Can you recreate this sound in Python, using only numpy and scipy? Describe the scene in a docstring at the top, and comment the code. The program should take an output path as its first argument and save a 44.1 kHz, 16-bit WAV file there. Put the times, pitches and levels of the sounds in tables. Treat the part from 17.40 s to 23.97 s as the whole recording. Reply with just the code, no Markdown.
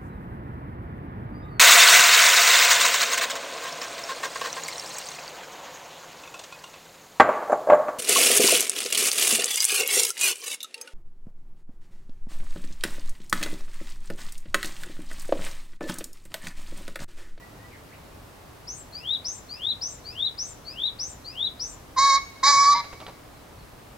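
"""A field with a straw heap, from which a cock pheasant crows twice, harshly, and whirrs his wings at the end.
His voice is a tone over a rasp of overtones on half its pitch; the wings are puffs and snaps of noise. Before
that a songbird to the left alternates a high whip and a rising whistle, both gliding sines. Faint sliding
chirps come from far off at the start and the end. Ground, fence and buildings throw calls back over a distant
traffic rumble, with a soft steady hiss above it: shaped noise."""
import sys
import numpy as np
from scipy import signal
from scipy.fft import rfft, irfft, next_fast_len
from scipy.io import wavfile

SR = 44100
rng = np.random.default_rng(int(sys.argv[2]) if len(sys.argv) > 2 else 0)


def unload_wav(signal):
    """Save mono or channel-first audio to the path in sys.argv[1] as 16-bit WAV at rate SR, clipped to [-1, 1]."""
    wavfile.write(
        sys.argv[1],
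        SR,
        np.round(np.clip(np.atleast_2d(signal).T, -1, 1) * 32767).astype(np.int16),
    )


N = 289737
TIME = np.arange(N) / SR


def from_db(db):
    """Decibels to gain."""
    return 10 ** (np.asarray(db) / 20)


def rms_one(x):
    """Scale to unit power."""
    return x / np.sqrt(np.mean(x ** 2) + 1e-20)


def at_hz(points, hz):
    """Gain of a (Hz, dB) table at the given frequencies, straight over log frequency."""
    f, db = np.transpose(points)
    return from_db(np.interp(np.log(hz), np.log(f), db))


def colour(x, points):
    """Filter a sound by a (Hz, dB) table."""
    size = next_fast_len(x.shape[-1])
    hz = np.maximum(np.arange(size // 2 + 1) * SR / size, 1)
    return irfft(rfft(x, size) * at_hz(points, hz), size)[..., :x.shape[-1]]


def wander(size, hz):
    """Random motion, mostly slower than the given rate, with an rms of 1."""
    lowpass = signal.butter(2, min(hz, SR / 3), fs=SR, output="sos")
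    run_in = SR // 4  # lets the filter settle
    motion = signal.sosfilt(lowpass, rng.standard_normal(size + run_in))
    return rms_one(motion[run_in:])


def turn(hz):
    """Phase of an oscillator with a moving pitch."""
    return 2 * np.pi * np.cumsum(hz) / SR


def tone(phase, db):
    """A sine of the given rms level."""
    return np.sqrt(2) * from_db(db) * np.sin(phase)


def along(curve, t):
    """Value of a (s, value) curve at times t."""
    return np.interp(t, *np.transpose(curve))


def envelope(t, attack_s, length_s, release_s):
    """Attack, hold and release, all within the length."""
    attack = np.clip(t / attack_s, 0, 1)
    release = np.clip((length_s - t) / release_s, 0, 1)
    return attack * release


def arch(t, length_s):
    """Rises from 0 to 1 and falls back over the length."""
    return np.sin(np.pi * np.clip(t / length_s, 0, 1))


def add(track, s, sound):
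    """Mix a sound into a track at time s."""
    i = max(round(s * SR), 0)
    track[i:i + len(sound)] += sound[:N - i]


def late(x, s):
    """Delay by any fraction of a sample, by turning the phase of the spectrum."""
    size = next_fast_len(N + SR // 2)
    hz = np.arange(size // 2 + 1) * SR / size
    return irfft(rfft(x, size) * np.exp(-2j * np.pi * hz * s), size)[:N]


def place(x, pan_db, left_lag_ms):
    """Set a source in stereo by level and arrival time; positive pan is louder on the left."""
    left = late(x, left_lag_ms / 1000) * from_db(pan_db / 2)
    right = x * from_db(-pan_db / 2)
    return np.array([left, right])


def field(x, near_db, near_t60, far_db, far_t60):
    """Weeds and fences scatter a short tail, distant buildings a long faint one."""
    # colour of the scattered sound: (f/Hz, level/dB)
    scatter_colour = [(300, 12), (1100, 5.5), (2200, 20.5), (4500, 12), (7000, 13), (12000, -10)]
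    t = TIME[:int(1.5 * SR)]
    build_up = 1 - np.exp(-(t / 0.0028) ** 2)
    response = 0
    for db, t60 in ((near_db, near_t60), (far_db, far_t60)):
        noise = colour(rng.standard_normal((2, len(t))), scatter_colour)
        tail = noise * from_db(-60 * t / t60) * build_up
        response = response + from_db(db) * rms_one(tail) / np.sqrt(len(t))
    return signal.fftconvolve(x[None], response, axes=1)[:, :N]


def air():
    """Distant traffic rumble, common to both sides, swells a little; the hiss above it is steady and diffuse."""
    # spectrum common to both sides: (f/Hz, level/dB per Hz)
    mid_colour = [(12, -43), (20, -8.5), (44, -2.5), (112, -2.5), (207, -10.5), (298, -7.5), (333, -11),
                  (631, -12), (1130, -15), (1500, -19.5), (2210, -22.5), (3260, -26), (4190, -26.5),
                  (6360, -30), (15500, -33.5)]
    # spectrum opposed between the sides: (f/Hz, level/dB per Hz)
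    side_colour = [(12, -52), (20, -21), (54, -0.5), (80, -24), (112, -3.5), (352, -1), (382, -2),
                   (491, -1), (906, -3), (2920, -14.5), (4310, -17), (6190, -21), (15500, -23.5)]
    mid_db, side_db = -48, -53
    swell_db, swell_rate_hz, swell_top_hz = 1.3, 3.3, 250
    mid = from_db(mid_db) * rms_one(colour(rng.standard_normal(N), mid_colour))
    rumble = signal.sosfilt(signal.butter(1, swell_top_hz, fs=SR, output="sos"), mid)
    swell = from_db(swell_db * wander(N, swell_rate_hz))
    mid = mid + rumble * (swell - 1)
    side = from_db(side_db) * rms_one(colour(rng.standard_normal(N), side_colour))
    return np.array([mid + side, mid - side])


def chirp(length_s, first_hz, last_hz, db, waver):
    """A short sliding sine that swells and fades, with a slight tremble."""
    dip = 0.029  # share by which the pitch is lower at both ends
    t = TIME[:int(length_s * SR)]
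    bow = arch(t, length_s)
    pitch = np.geomspace(first_hz, last_hz, len(t)) * (1 - dip * (1 - bow))
    phase = turn(pitch * (1 + waver * wander(len(t), 330)))
    return np.sqrt(bow) * tone(phase, db)


def far_birds():
    """Distance leaves these notes faint and smeared, with much of them heard as scatter."""
    # far notes: (t/s, length/s, first pitch f/Hz, last pitch f/Hz, level/dB before distance)
    far_notes = [(0, .06, 1950, 1950, -49.5), (.185, .085, 1850, 2010, -51.5),
                 (.305, .065, 2600, 1600, -51.5), (.503, .047, 1444, 3200, -50.5),
                 (5.908, .12, 4180, 3960, -62), (6.168, 0.068, 4580, 4050, -60)]
    direct_db = -6
    notes = np.zeros(N)
    for s, *note in far_notes:
        add(notes, s, chirp(*note, waver=0.0087))
    scattered = field(notes, near_db=-10.5, near_t60=0.23, far_db=-22, far_t60=1.1)
    return from_db(direct_db) * notes + scattered


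def song_throat(hz):
    """Gain of the songbird's throat: a pass band with steep skirts."""
    low_hz, high_hz = 3646, 4900
    low_slope, high_slope = 10.5, 24
    low_skirt = np.hypot(1, (low_hz / hz) ** low_slope)
    high_skirt = np.hypot(1, (hz / high_hz) ** high_slope)
    return 1 / (low_skirt * high_skirt)


def whip(ratio):
    """A pure note that leaps upward cleanly, then creeps higher and trembles more and more."""
    # pitches here are before the call's own ratio
    goal_hz, leap_hz, leap_s, creep_hz_per_s = 5643, 1906, .0125, 10500
    attack_s, length_s, release_s = .015, .115, .072
    waver = .03  # share of the pitch, reached at the end
    t = TIME[:int(length_s * SR)]
    pitch = goal_hz - leap_hz * np.exp(-t / leap_s) + creep_hz_per_s * t
    tremble = waver * t / length_s * wander(len(t), 290)
    phase = turn(ratio * pitch * (1 + tremble))
    return envelope(t, attack_s, length_s, release_s) ** 1.5 * tone(phase, -27.5)


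def whistle(ratio):
    """As the pitch climbs, the throat's resonance passes from the octave to the fundamental."""
    # slow climb, quick climb and drop: (t/s from the start, pitch f/Hz before the ratio)
    whistle_curve = [(0, 2086), (.11, 2759), (.165, 3480), (.226, 4020), (.25, 3146)]
    attack_s, release_s = .042, .014
    waver, onset_waver, settle_s = .007, .03, .02  # wavers as shares of the pitch
    fundamental_db, octave_db, third_db, third_top_hz = -20.7, -33, -53, 6700
    length_s = whistle_curve[-1][0]
    t = TIME[:int(length_s * SR)]
    pitch = along(whistle_curve, t)
    # the pitch is unsteady at first
    unsteady = waver + onset_waver * np.exp(-t / settle_s)
    phase = turn(ratio * pitch * (1 + unsteady * wander(len(t), 130)))
    fundamental = song_throat(pitch) * tone(phase, fundamental_db)
    octave = song_throat(2 * pitch) * tone(2 * phase, octave_db)
    third = tone(3 * phase, third_db) / (1 + (3 * pitch / third_top_hz) ** 20)
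    return envelope(t, attack_s, length_s, release_s) * (fundamental + octave + third)


def songbird():
    """Whip and whistle alternate; a ground echo beats against each glide, and leaves scatter the whip most."""
    # whistled calls: (t/s, relative level/dB, pitch ratio)
    whistle_calls = [(1.518, -4.5, 0.99), (2.081, -4, 1.0), (2.639, -4, 1.0), (3.244, -4, 0.99),
                     (3.836, -4.5, 0.99)]
    # whipped calls: (t/s, relative level/dB, pitch ratio)
    whip_calls = [(1.267, -6.5, 1.02), (1.840, -.5, 0.99), (2.406, 0, 0.97), (2.974, -1, 0.98),
                  (3.584, -1, 0.98), (4.189, -1.5, 0.97)]
    # chirps that end each whip:
    # (t/s after its start, length/s, first f/Hz and last f/Hz before the ratio, level/dB before the mix)
    whip_tips = [(.075, .068, 8200, 8750, -47), (.1, .062, 7750, 7300, -43.5)]
    whistle_db, whip_db = -1.5, -4.5
    ground_s, ground_db = .0057, -3.5
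    whistles, whips = np.zeros((2, N))
    for s, db, ratio in whistle_calls:
        add(whistles, s, from_db(db) * whistle(ratio))
    for s, db, ratio in whip_calls:
        add(whips, s, from_db(db) * whip(ratio))
        for after_s, length_s, first_hz, last_hz, tip_db in whip_tips:
            tip = chirp(length_s, ratio * first_hz, ratio * last_hz, tip_db, waver=0.022)
            add(whips, s + after_s, tip)
    song = from_db(whistle_db) * whistles + from_db(whip_db) * whips
    direct = song + from_db(ground_db) * late(song, ground_s)
    # the scatter is fed ahead of the two mix levels
    scattered = (field(whistles, near_db=-9.5, near_t60=0.17, far_db=-28.0, far_t60=0.86)
                 + field(whips, near_db=-9, near_t60=0.23, far_db=-22.5, far_t60=0.77))
    return place(direct, pan_db=5.5, left_lag_ms=0.02) + scattered * from_db([[1.2], [-1.2]])


def catching(t):
    """Extra roughness where the pheasant's voice catches briefly."""
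    # catches: (t/s, extra roughness 0-1)
    catch_list = [(5.08, .18), (5.118, .27), (5.155, .27), (5.246, .27), (5.33, .22)]
    width_s = .011
    return sum(extra * np.exp(-((t - s) / width_s) ** 2) for s, extra in catch_list)


def roughness(t, age, push):
    """A note starts harsh and settles; it breaks up again at each catch and when the push ends."""
    steady, onset, settle_s, in_croak = .295, .62, .02, .18  # roughness 0-1
    rough = steady + onset * np.exp(-age / settle_s) + in_croak * (1 - push) + catching(t)
    return np.clip(rough, 0, 1)


def crow(note, pitch_curve):
    """The syrinx swings strong-weak: a loud tone with a rasping stack of overtones on half its pitch."""
    # the second side of the syrinx joins at its own pitch:
    # (t/s, length/s, top pitch f/Hz, level/dB at its start, lift of the rasp/dB)
    second_side = [(5.06, .062, 872, -26, 5), (5.342, .076, 968, -21.5, 1.5)]
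    # throat, as it shapes the overtones: (f/Hz, level/dB)
    throat = [(550, -12), (1650, -1), (2230, 0), (2550, -26), (3300, -23), (3900, 2), (4450, -5), (5050, 2),
              (5600, -4), (6300, 0), (7100, -6), (7900, -18), (10400, -21), (13000, -46)]
    # turbulence caught in the windpipe's main resonance: (f/Hz, level/dB)
    growl_colour = [(600, -42.5), (850, -9.5), (1020, 4), (1200, -3), (1500, -35), (2500, -56)]
    start, attack_s, length_s, croak_s, tone_db, rasp_db, clearing_db, gape_hz = note
    age = TIME[:int((length_s + croak_s) * SR)]
    t = start + age

    # one push of air drives tone and rasp, and leaves a weak croak behind
    push_release_s, croak_release_s = .028, .0091
    croak_tone_db, croak_rasp_db = -17.5, -6
    push = envelope(age, attack_s, length_s, push_release_s)
    croak = envelope(age, attack_s, length_s + croak_s, croak_release_s)
    tone_drive = np.maximum(push, from_db(croak_tone_db) * croak)
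    rasp_drive = np.maximum(push ** 1.7, from_db(croak_rasp_db) * croak)
    cleared_db = clearing_db * np.minimum(age, length_s)
    catch_dip_db = 9 * catching(t)  # the tone sinks at a catch
    tone_gain = from_db(tone_db + cleared_db - catch_dip_db) * tone_drive
    rasp_gain = from_db(rasp_db - cleared_db) * rasp_drive

    pitch = along(pitch_curve, t)
    rough = roughness(t, age, push)
    # the beak's resonance rises by the gape and is back before the note ends
    beak_hz = 3980 + gape_hz * arch(age, .88 * length_s)
    phase = turn(pitch * (1 + .003 * wander(len(t), 41)))
    # steady stretches are clean; irregularity grows steeply with roughness
    chaos = rough ** 2
    shake = 0.52 * chaos * wander(len(t), 450)

    # the second side pulls on the main voice at their difference in pitch, and mixes into sum tones
    second_attack_s, fade_db_per_s, second_dip = .012, 190, .07
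    coupling, mixing_db = 2.4, -12
    second = 0
    for s, span_s, hz, db, screech_db in second_side:
        since = t - s
        bow = arch(since, span_s)
        faded_db = db - fade_db_per_s * np.maximum(since, 0)
        gain = envelope(since, second_attack_s, span_s, croak_release_s) * from_db(faded_db)
        own = turn(hz * (1 - second_dip * (1 - bow))) + shake  # lower at both ends
        sum_tones = sum(at_hz(throat, pitch + k * hz) * tone(phase + k * own, mixing_db)
                        for k in range(1, 5))
        second = second + gain * (tone(own, 0) + sum_tones)
        pull = coupling * (gain / (tone_gain + 1e-9)).clip(0, .2)
        shake = shake + pull * np.sin(phase - own) / 2
        rasp_gain = rasp_gain * from_db(screech_db * bow)

    beak_db, beak_width_hz = 9, 380
    flutter_db, weak_db, dull_db_per_hz = 1.8, -8.0, .0055
    stack = 0
    for k in range(1, 23):
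        # each overtone flutters, and swells as the beak's resonance passes over it
        above_beak_hz = k * pitch / 2 - beak_hz
        beak_lift_db = beak_db / (1 + (above_beak_hz / beak_width_hz) ** 2)
        lift_db = beak_lift_db + flutter_db * wander(len(t), 23)
        # in the croak, overtones above the beak's resonance fall away
        dull_db = dull_db_per_hz * (1 - push) * np.maximum(above_beak_hz, 0)
        overtone_gain = from_db(lift_db - dull_db + weak_db * (k % 2))  # odd ones are weaker
        stack = stack + overtone_gain * np.sin(k * (phase / 2 + shake) + rng.uniform(0, 2 * np.pi))

    # turbulence comes in puffs, one a swing
    rush = rng.standard_normal(len(t)) * (1 + np.cos(phase / 2))
    rasp = rms_one(colour(rms_one(stack) + from_db(-7) * chaos * rush, throat))
    growl = from_db(-11) * rough * rms_one(colour(rng.standard_normal(len(t)), growl_colour))
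    clear = tone(phase + 2 * 0.13 * shake, 0)
    return tone_gain * (clear + growl) + rasp_gain * rasp + second


def pheasant():
    """Two notes, nearly straight ahead, a quick echo from the fence and a late one from the buildings behind."""
    # crow notes: (t/s, attack/s, length/s, dying croak/s, tone level/dB, rasp level/dB,
    # clearing/dB per s by which the tone grows as the rasp fades, beak gape f/Hz)
    crow_notes = [(4.561, .026, .228, 0.0027, -16.6, -23.5, -0.5, 60),
                  (5.028, .009, .334, .052, -17.2, -21.6, 12, 1200)]
    # pitch curve of each note: (t/s, f/Hz)
    crow_curves = [
        [(4.57, 1068), (4.581, 1011), (4.595, 1080), (4.635, 1106), (4.68, 1109), (4.72, 1090), (4.757, 1094),
         (4.78, 1128)],
        [(5.034, 1045), (5.055, 1115), (5.115, 1154), (5.131, 1107), (5.205, 1128), (5.255, 1121),
         (5.295, 1155), (5.325, 1158), (5.345, 1143)],
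    ]
    # colour of the echo from the buildings: (f/Hz, level/dB)
    wall_colour = [(500, -41), (1100, -43.5), (2200, -28), (4100, -30.5), (5200, -43), (9000, -43)]
    fence_s, fence_db, wall_s = .062, -21, .37
    voice = np.zeros(N)
    for note, pitch_curve in zip(crow_notes, crow_curves):
        add(voice, note[0], crow(note, pitch_curve))
    fence_echo = from_db(fence_db) * late(voice, fence_s)
    wall_echo = colour(late(voice, wall_s), wall_colour)
    tail = field(voice, near_db=-16, near_t60=0.37, far_db=-25.5, far_t60=1.35)
    return place(voice + fence_echo + wall_echo, pan_db=-1.2, left_lag_ms=0.035) + tail


def wings():
    """The flapping wings push puffs of air and the flight feathers snap, several times in each of the last flaps."""
    # wing sounds, puffs and snaps, several to each of the last flaps:
    # (t/s, puff level/dB, feather snap level/dB), both levels before the doubling and decay below
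    wing_sounds = [(5.36, -61, -59), (5.443, -42.5, -56), (5.529, -39, -68.5), (5.603, -43, -46.5),
                   (5.614, -45, -61), (5.666, -42.5, -42.5), (5.681, -43, -53), (5.696, -53, -60)]
    # colour of the puffs: (f/Hz, level/dB)
    puff_colour = [(120, -1), (300, -9), (550, 0.5), (1000, -1.5), (1800, -10.5), (4000, -18.5),
                   (9000, -29)]
    # colour of the snaps: (f/Hz, level/dB)
    feather_colour = [(500, -25), (1300, -9), (4200, -6), (7000, -42), (14000, -35)]
    rise_s, fall_s, snap_s = .003, .013, .0035
    puff, snap = np.zeros(N), np.zeros(N)
    t = TIME[:SR // 8]
    puff_shape = 2 * (1 - np.exp(-t / rise_s)) * np.exp(-t / fall_s)
    snap_shape = 2 * np.exp(-t / snap_s)
    for s, puff_db, snap_db in wing_sounds:
        add(puff, s - rise_s, from_db(puff_db) * puff_shape)
        add(snap, s, from_db(snap_db) * snap_shape)
    puff_noise, snap_noise = rng.standard_normal((2, N))
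    puffs = puff * rms_one(colour(puff_noise, puff_colour))
    snaps = snap * rms_one(colour(snap_noise, feather_colour))
    return place(puffs + snaps, pan_db=-1.5, left_lag_ms=0.038)


def scene():
    """The field with all its birds."""
    return air() + far_birds() + songbird() + pheasant() + wings()


def record(dry):
    """A steep elliptic low-pass cuts the top."""
    cutoff_hz = 15800
    return signal.sosfilt(signal.ellip(12, .1, 80, cutoff_hz, fs=SR, output="sos"), dry)


dry = scene()
out = record(dry)
unload_wav(out)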